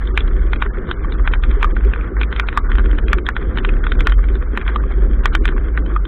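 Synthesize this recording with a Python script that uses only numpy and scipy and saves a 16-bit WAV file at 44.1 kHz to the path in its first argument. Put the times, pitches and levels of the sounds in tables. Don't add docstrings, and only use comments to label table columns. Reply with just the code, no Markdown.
import sys
import numpy as np
from scipy import signal
from scipy.fft import rfft, irfft, next_fast_len
from scipy.io import wavfile
from scipy.ndimage import map_coordinates

SR = 44100
rng = np.random.default_rng(int(sys.argv[2]) if len(sys.argv) > 2 else 0)


def dump_mix(stems):
    frames = np.atleast_2d(stems).T
    limited = np.clip(frames, -1, 1)
    pcm = np.round(limited * 32767).astype(np.int16)
    wavfile.write(sys.argv[1], SR, pcm)


def undo_db(level):
    steps = np.asarray(level, float) / 20
    return 10 ** steps


N = 267687
HIT_TIME = np.arange(SR // 12) / SR


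def unit(x):
    return x / np.sqrt(np.mean(x ** 2) + 1e-20)


def along(points, hz):
    f, v = np.transpose(points)
    return np.interp(np.log(hz + 1), np.log(f + 1), v)


def curves(rows):
    s, *columns = np.transpose(rows)
    return [np.interp(np.arange(N) / SR, s, column) for column in columns]


def wobble(rate):
    knots = rng.standard_normal(1024)
    return map_coordinates(knots, [np.arange(N) * rate / SR])


def filtered(x, response):
    m = next_fast_len(N + SR // 2)
    return irfft(rfft(x, m) * response(np.fft.rfftfreq(m, 1 / SR)), m)[:N]


def resonances(modes):
    def response(f):
        total = 0
        for k, (center, width, db) in enumerate(modes):
            damping = 1j * f * width
            total = total + (-1) ** k * undo_db(db) * damping / (center ** 2 - f ** 2 + damping)
        return total
    return response


def tone(hz, drift_hz, rate):
    turns = np.cumsum(hz + drift_hz * wobble(rate)) / SR
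    return np.sqrt(2) * np.sin(2 * np.pi * (turns + rng.random()))


FALL_DB, CALM_DB = 20, -38


def swells(rows):
    t = np.arange(N) / SR
    hills = [np.maximum(db - FALL_DB * np.abs(t - s) / fall, CALM_DB) for s, db, fall in rows]
    return undo_db(np.max(hills, axis=0))


SHAFT_HZ, SWAY_HZ = 17.6, 47.5
# multiple of the shaft speed, level in dB.
WEAK_ORDERS = [
    (1, -33),
    (4, -32),
    (6, -42.5),
]
# time in seconds, level of the second order in dB.
PITCHING = [(0, -27), (.17, -24), (.24, -11.5), (.66, -17), (.73, -29.5), (.96, -29), (1.25, -12),
            (1.76, -13.5), (2.27, -41), (2.69, -12), (3.05, -14), (3.36, -41.5), (3.73, -12), (4.21, -15),
            (4.68, -26), (5.12, -13), (5.55, -12), (5.8, -32)]
# peak time in seconds, peak in dB, seconds to fall by FALL_DB.
GUSTS = [(.05, -15.5, 0.6), (.41, -18, 0.06), (.66, -21, 0.1), (1.24, -12, 0.38), (1.6, -20.5, 0.7),
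         (1.89, -8, 0.18), (2.2, -14.5, 0.4), (2.87, -7, 0.22), (3.62, -10.5, 0.02), (4.2, -6, 0.25),
         (4.62, -13, .2), (5.06, -6, 0.15), (5.61, -18.5, 0.4), (5.97, -12.5, 0.3)]
# peak time in seconds, peak in dB, seconds to fall by FALL_DB.
SURGES = [(.2, -18.5, .2), (.41, -15.5, 0.33), (.66, -20, 0.36), (1.22, -16.5, 0.05), (1.5, -13, .15),
          (1.67, -12.5, 0.07), (1.89, -9.5, 0.2), (2.3, -16.5, .5), (2.84, -18, .4), (3.09, -17, 0.56),
          (3.5, -17.5, 0.1), (3.93, -17, .4), (4.42, -17, 0.44), (4.75, -17, .5), (5.06, -14, 0.4),
          (5.45, -18, .5), (5.76, -13.5, 0.45)]


def shaking():
    second_db, = curves(PITCHING)
    low = undo_db(second_db - 1.5) * tone(2 * SHAFT_HZ, 0.18, 2.3)
    low += swells(SURGES) * tone(3 * SHAFT_HZ, .6, 4)
    low += undo_db(-2.5) * swells(GUSTS) * tone(SWAY_HZ, 1.6, 5)
    for order, db in WEAK_ORDERS:
        level_db = db + .3 * (second_db + 18.5) + 2.5 * wobble(2.4)
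        low += undo_db(level_db) * tone(order * SHAFT_HZ, .4, 3)
    return low


# frequency in Hz, level in dB per Hz.
RUMBLE = [(4, -23), (9, 2.5), (25, 14), (50, 20.5), (65, 9), (85, 2.5), (150, 0.5), (380, -3), (640, -17),
          (900, -26), (1200, -48.5), (2000, -100)]
# frequency in Hz, width in Hz, level in dB.
HULL = [
    (222.1, 22, -3.5),
    (305.3, 26, -2),
    (383, 40, -0.5),
    (509.3, 40, -5),
]


def drone(level_db):
    rumble = filtered(rng.standard_normal(N), lambda hz: undo_db(along(RUMBLE, hz)))
    rumble /= np.std(filtered(rumble, lambda hz: hz > 120))
    blows = rng.standard_normal(N) * undo_db(4.6 * wobble(45))
    hull = unit(filtered(blows, lambda hz: resonances(HULL)(hz) / (1 + (hz / 600) ** 4)))
    return undo_db(level_db + 2.1 * wobble(12)) * (undo_db(-2.5) * rumble + undo_db(-4) * hull)


# frequency in Hz, level in dB per Hz.
RAIN_COLOUR = [(350, -39.5), (650, -8), (850, -9), (1150, 0.5), (1500, 2), (2100, -8), (2750, -22),
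               (3300, -17.5), (3900, -30), (4400, -27), (5400, -76), (9000, -120)]


def case_noise(x):
    return unit(filtered(x, lambda hz: undo_db(along(RAIN_COLOUR, hz))))


# frequency in Hz, seconds to fade by 60 dB, level in dB.
CASE = [
    (1010, 0.0081, -11),
    (1495.6, 0.01, 0.5),
    (1778, 0.011, -5),
    (1171, 0.025, 3),
    (2075, .011, 2.5),
    (2371, 0.013, 2),
    (3201, 0.015, 4),
    (3522, 0.015, 0),
]


def patter(level_db):
    size = undo_db(9.3 * np.minimum(rng.exponential(size=N), 2.8))
    fine = (rng.random(N) < 260 / SR) * size * rng.choice([-1, 1], N)
    modes = [(hz, np.log(1000) / np.pi / t60, db) for hz, t60, db in CASE]
    grains = filtered(fine, lambda hz: resonances(modes)(hz) * undo_db(.5 * along(RAIN_COLOUR, hz)))
    hiss = case_noise(rng.standard_normal(N) * undo_db(3.7 * wobble(60)))
    return undo_db(level_db) * (undo_db(-7.5) * unit(grains) + undo_db(0.5) * hiss)


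# time in seconds, peak in dB, level of the upper modes in dB.
FACE = [(.175, -1.66, -10), (.532, -8, -12.5), (.559, -21.5, -8), (.617, -16, -11.5), (.622, -3.5, -15.5),
        (.662, -14, -20), (.771, -21.5, -31), (1.275, -5, -11), (1.336, -4.5, -11), (1.436, -11, -9),
        (1.628, -4, -10), (1.766, -11.5, -27), (1.96, -14.5, -29), (2.167, -13.5, -26), (2.397, -0.5, -12),
        (2.486, -7.5, -12), (2.783, -12, -11.5), (2.93, -17.5, -29), (3.13, 0, -15.5), (3.288, -.5, -25),
        (3.365, -6.5, -15), (3.648, -5, -12), (3.867, -8.3, -13.5), (4.07, 0.5, -15.5), (4.574, -3, -18),
        (5.256, 1, -11.5), (5.35, -2.2, -8), (5.454, -7.5, -9), (5.488, -11, -16.5), (5.775, -5.5, -23)]
# time in seconds, peak in dB, level of the lid ring in dB.
LID = [(.89, -17.5, -10.5), (1.046, -17, -7.5), (1.196, -20, -8), (1.611, -23, 6.5), (1.643, -5.5, -4.5),
       (1.673, -23, 1), (1.808, -22, -15), (2.574, 1, -8), (2.794, -14, -11.5), (3.411, -27, -6),
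       (3.953, -20.5, -8), (4.189, -18.5, -7.5), (4.424, -18.5, -11), (4.663, -20, -9), (4.719, -27, -12),
       (4.759, -8.5, -5), (4.837, -20.5, -5.5), (5.522, -23, -8.5), (5.563, -23, -6), (5.899, -25.5, -4.5),
       (5.962, -7.5, 3)]
# time in seconds, peak in
# dB, level of the top modes in dB.
RIM = [(.205, -18, -5), (.277, -21, -9.5), (1.122, -17, -6), (1.512, -22, -9), (1.849, -27, -26),
       (1.935, -12, -21.5), (2.01, -22.5, -21), (2.213, -9, -12.5), (2.232, -11, -12.5),
       (2.362, -14.5, -6.5), (3.082, -15.5, -6), (3.184, -14.5, -16.5), (3.69, -13, -27),
       (3.766, -27.5, -17), (3.99, -9, 7), (4.006, -9.5, -14.5), (4.24, -21.5, -11.5),
       (4.286, -23.5, -13.5), (4.613, -17.5, -17), (4.678, -10.1, -10.5), (5.478, -12.5, -6.5)]
# time in seconds, peak in dB, level of the top modes in dB.
LENS = [(.073, -21, -5.5), (.912, -8, -12.5), (2.326, -12.5, -14), (2.527, -14.5, -23.5),
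        (2.717, -12, -16.5), (2.753, -15.5, -18), (2.858, -17.5, -20.5), (2.912, -22, -14),
        (2.985, -14, -21), (3.265, -10, -9.5), (3.573, -7.5, -18), (3.584, -8, -12), (3.737, -23, -16),
        (3.839, -13.5, -20), (3.919, -9, -13), (4.096, -16.5, -16), (4.121, -10, -12.5), (4.354, -18, -8),
        (5.579, -17, -29), (5.862, -20.5, -12.5), (6.052, -18, -10)]
FACE_LID_DB, FACE_TOP_DB = -18, -7
LID_MIDDLE_DB, LID_TOP_DB = -24, -26
RIM_LID_DB, RIM_MIDDLE_DB = -25, -4
LENS_LID_DB, LENS_MIDDLE_DB = -21.5, -17.5


def strikes():
    face = [(s, db, FACE_LID_DB, up, up + FACE_TOP_DB) for s, db, up in FACE]
    lid = [(s, db, ring, LID_MIDDLE_DB, LID_TOP_DB) for s, db, ring in LID]
    rim = [(s, db, RIM_LID_DB, RIM_MIDDLE_DB, top) for s, db, top in RIM]
    lens = [(s, db, LENS_LID_DB, LENS_MIDDLE_DB, top) for s, db, top in LENS]
    return face + lid + rim + lens


PART = [0, 0, 0, 1, 2, 2, 3, 3]


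def tick(parts_db, chance):
    hz, t60, db = np.transpose(CASE)[:, :, None]
    size, tune, phase = chance[:, :, None]
    level_db = db + np.take(parts_db, PART)[:, None] + 1.45 * size
    wave = np.sin(2 * np.pi * hz * (1 + 0.027 * tune) * HIT_TIME + 0.55 * phase)
    ring = (undo_db(level_db - 60 * HIT_TIME / t60) * wave).sum(axis=0)
    ring *= 1 - np.exp(-HIT_TIME / 0.00051)
    return ring / np.abs(ring).max()


PUSH_DB, PUSH_S = -18, 0.00036


def drops():
    out, splash = np.zeros(N + SR), np.zeros(N + SR)
    chances = rng.standard_normal((len(strikes()), 3, len(CASE)))
    push = np.e * HIT_TIME / PUSH_S * np.exp(-HIT_TIME / PUSH_S)
    for (s, db, lid_db, middle_db, top_db), chance in zip(strikes(), chances):
        shell_db = 10 * np.log10(max(1 - 4.53 * undo_db(2 * lid_db), .15))
        hit = undo_db(db - 0.08) * tick([shell_db, lid_db, middle_db, top_db], chance)
        out[round((s + .0007) * SR):][:len(HIT_TIME)] += hit + undo_db(db + PUSH_DB) * push
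        splash[round(s * SR):][:len(HIT_TIME)] += undo_db(db - 22 - 60 * HIT_TIME / .06)
    stiff = lambda hz: (1j * hz / (300 + 1j * hz)) ** 2
    return filtered(out[:N], stiff) + splash[:N] * case_noise(rng.standard_normal(N))


SLAP_T60_S = 0.12
# start in seconds, peak in dB, pitch in Hz.
SLAPS = [(.117, -19, 372), (.302, -22, 388), (.654, -15.5, 400), (.889, -19, 352), (1.109, -21.5, 228),
         (1.474, -15.5, 240.5), (1.567, -11.5, 405), (1.632, -18.5, 386), (1.852, -8.5, 386),
         (1.969, -18.5, 470), (2.114, -18.5, 380), (2.315, -24, 225), (2.705, -19, 218), (2.928, -12, 295),
         (3.167, -13, 354), (3.491, -23, 237), (3.606, -13.5, 384), (3.916, -19, 390), (4.298, -14, 386),
         (4.694, -21, 356), (4.904, -19, 381), (4.977, -16, 370), (5.346, -15.5, 325.6),
         (5.667, -21.5, 403), (5.923, -15.5, 350)]


def slaps():
    out, t = np.zeros(N + SR), np.arange(2 * len(HIT_TIME)) / SR
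    swell = 1 - np.exp(-t / .006)
    for s, db, hz in SLAPS:
        fade = undo_db(db - 2.5 - 60 * t / SLAP_T60_S)
        out[round(s * SR):][:len(t)] += fade * swell * np.sin(2 * np.pi * hz * t)
    return out[:N]


# time in seconds, wind in dB, rain in dB.
WEATHER = [(0, -38, -39), (.12, -31, -41), (.98, -31, -39), (1.69, -31.5, -36), (1.76, -32, -41.5),
           (2.21, -31.5, -38), (2.69, -32.5, -37), (2.99, -28, -39.5), (3.36, -32.5, -41),
           (3.63, -27.5, -37.5), (3.99, -28.5, -39), (4.29, -31.5, -41), (4.65, -34, -38.5),
           (5.0, -30, -40), (5.3, -31, -40), (5.62, -33, -40.5), (5.8, -29, -40.5), (6.07, -33.5, -40.5)]


def scene():
    wind_db, rain_db = curves(WEATHER)
    return (shaking() + drone(wind_db) + patter(rain_db) + drops() + slaps())[None]


COSTLY_DB, DEBT_AFTER_S, DEBT_S, DEBT_S_PER_DB = -10, .027, .026, 0.04
NEXT_S, KEPT_HZ = .026, 2500
# start in seconds, end in seconds, highest frequency kept in Hz.
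FAMINES = [(0.103, 0.146, 2330), (.48, 0.492, 2670), (.582, 0.595, 2600), (.685, .728, 1980),
           (1.061, 1.085, 2900), (1.149, 1.168, 2800), (1.225, 1.243, 2570), (1.665, 1.688, 2330),
           (1.723, 1.745, 2100), (2.15, 2.193, 2560), (2.261, 2.3, 2410), (2.603, 2.68, 2670),
           (3.009, 3.056, 2580), (3.039, 3.054, 1840), (3.206, 3.25, 2410), (3.81, 3.837, 2500),
           (3.966, 3.991, 2090), (4.147, 4.172, 1550), (4.388, 4.396, 2760), (4.46, 4.48, 2760),
           (4.63, 4.64, 2410), (5.207, 5.231, 2220), (5.394, 5.412, 1550), (5.53, 5.562, 2780),
           (5.735, 5.747, 2670), (5.807, 5.841, 1820), (5.99, 6.037, 2600)]


def starved():
    s, db = np.transpose(sorted(row[:2] for row in strikes()))
    start = s + DEBT_AFTER_S
    recovered = start + DEBT_S + DEBT_S_PER_DB * (db - COSTLY_DB)
    end = np.minimum(recovered, np.append(s[1:], N / SR) - NEXT_S)
    debts = [(a, b, KEPT_HZ) for a, b, cost in zip(start, end, db) if b > a and cost > COSTLY_DB]
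    return debts + list(FAMINES)


FRAME = 2048


def patchy_gate(x):
    sizes = dict(nperseg=FRAME // 4, noverlap=FRAME // 4 - FRAME // 16)
    hz, t, z = signal.stft(x, SR, **sizes)
    luck = np.kron(rng.random((len(hz) // 4 + 1, len(t) // 7 + 1)), np.ones((4, 7)))
    luck = luck[:len(hz), :len(t)]
    risk = np.tile(.2 * (hz[:, None] > 2300), len(t))
    for start, end, top_hz in starved():
        risk[np.ix_(hz > top_hz - 1000, (t > start - .014) & (t < end + .014))] = .3
    for s, db, *_ in strikes():
        risk[:, np.abs(t - s - .004) < .012] *= db < COSTLY_DB - 5
    for start, end, top_hz in starved():
        risk[np.ix_(hz > top_hz - 100, (t > start - .005) & (t < end + .005))] = .93
    return signal.istft(z * (luck > risk), SR, **sizes)[1][:N]


# frequency in Hz, step in dB.
ROUNDING = [
    (500, -100),
    (1300, -76),
    (2500, -76.5),
    (3500, -74.5),
    (4000, -74),
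    (4600, -78.5),
]


def starved_chip(x):
    hz, t, z = signal.stft(x, SR, window="cosine", nperseg=FRAME)
    band = np.floor(np.sqrt(hz / 11)).astype(int)
    power = np.array([np.mean(np.abs(z[band == b]) ** 2, axis=0) for b in range(band.max() + 1)])
    loudest = power[9:].max(axis=0)
    loudest = np.convolve(loudest, [.35, 1, .35], "same")
    power += 0.097 * (np.roll(power, 1, axis=1) + np.roll(power, -1, axis=1))
    hunger_db = np.max([(9.0 + 8 * (top_hz < 2000)) * ((t > start - .015) & (t < end + .015))
                        for start, end, top_hz in starved()], axis=0)
    scatter_db = 6 * rng.standard_normal(power.shape)[band]
    step = undo_db(along(ROUNDING, hz)[:, None] + hunger_db + scatter_db)
    step *= (1 + loudest * undo_db(104)) ** .4
    noise = rng.standard_normal(z.shape) + 1j * rng.standard_normal(z.shape)
    grit = np.sqrt(power)[band] * undo_db(-14) * noise
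    z = z + grit * (hz > 300)[:, None]
    z = z / (1 + (hz[:, None] / 4300) ** 30)
    z *= np.floor(np.abs(z) / step + .4) * step / (np.abs(z) + 1e-12)
    return patchy_gate(signal.istft(z, SR, window="cosine", nperseg=FRAME)[1][:N])


def low_pass(x):
    return signal.sosfilt(signal.butter(12, 16500, fs=SR, output="sos"), x)


def record(dry):
    mix = np.clip(starved_chip(dry[0]), -.714, .714)[None]
    return low_pass(mix)


dry = scene()
out = record(dry)
dump_mix(out)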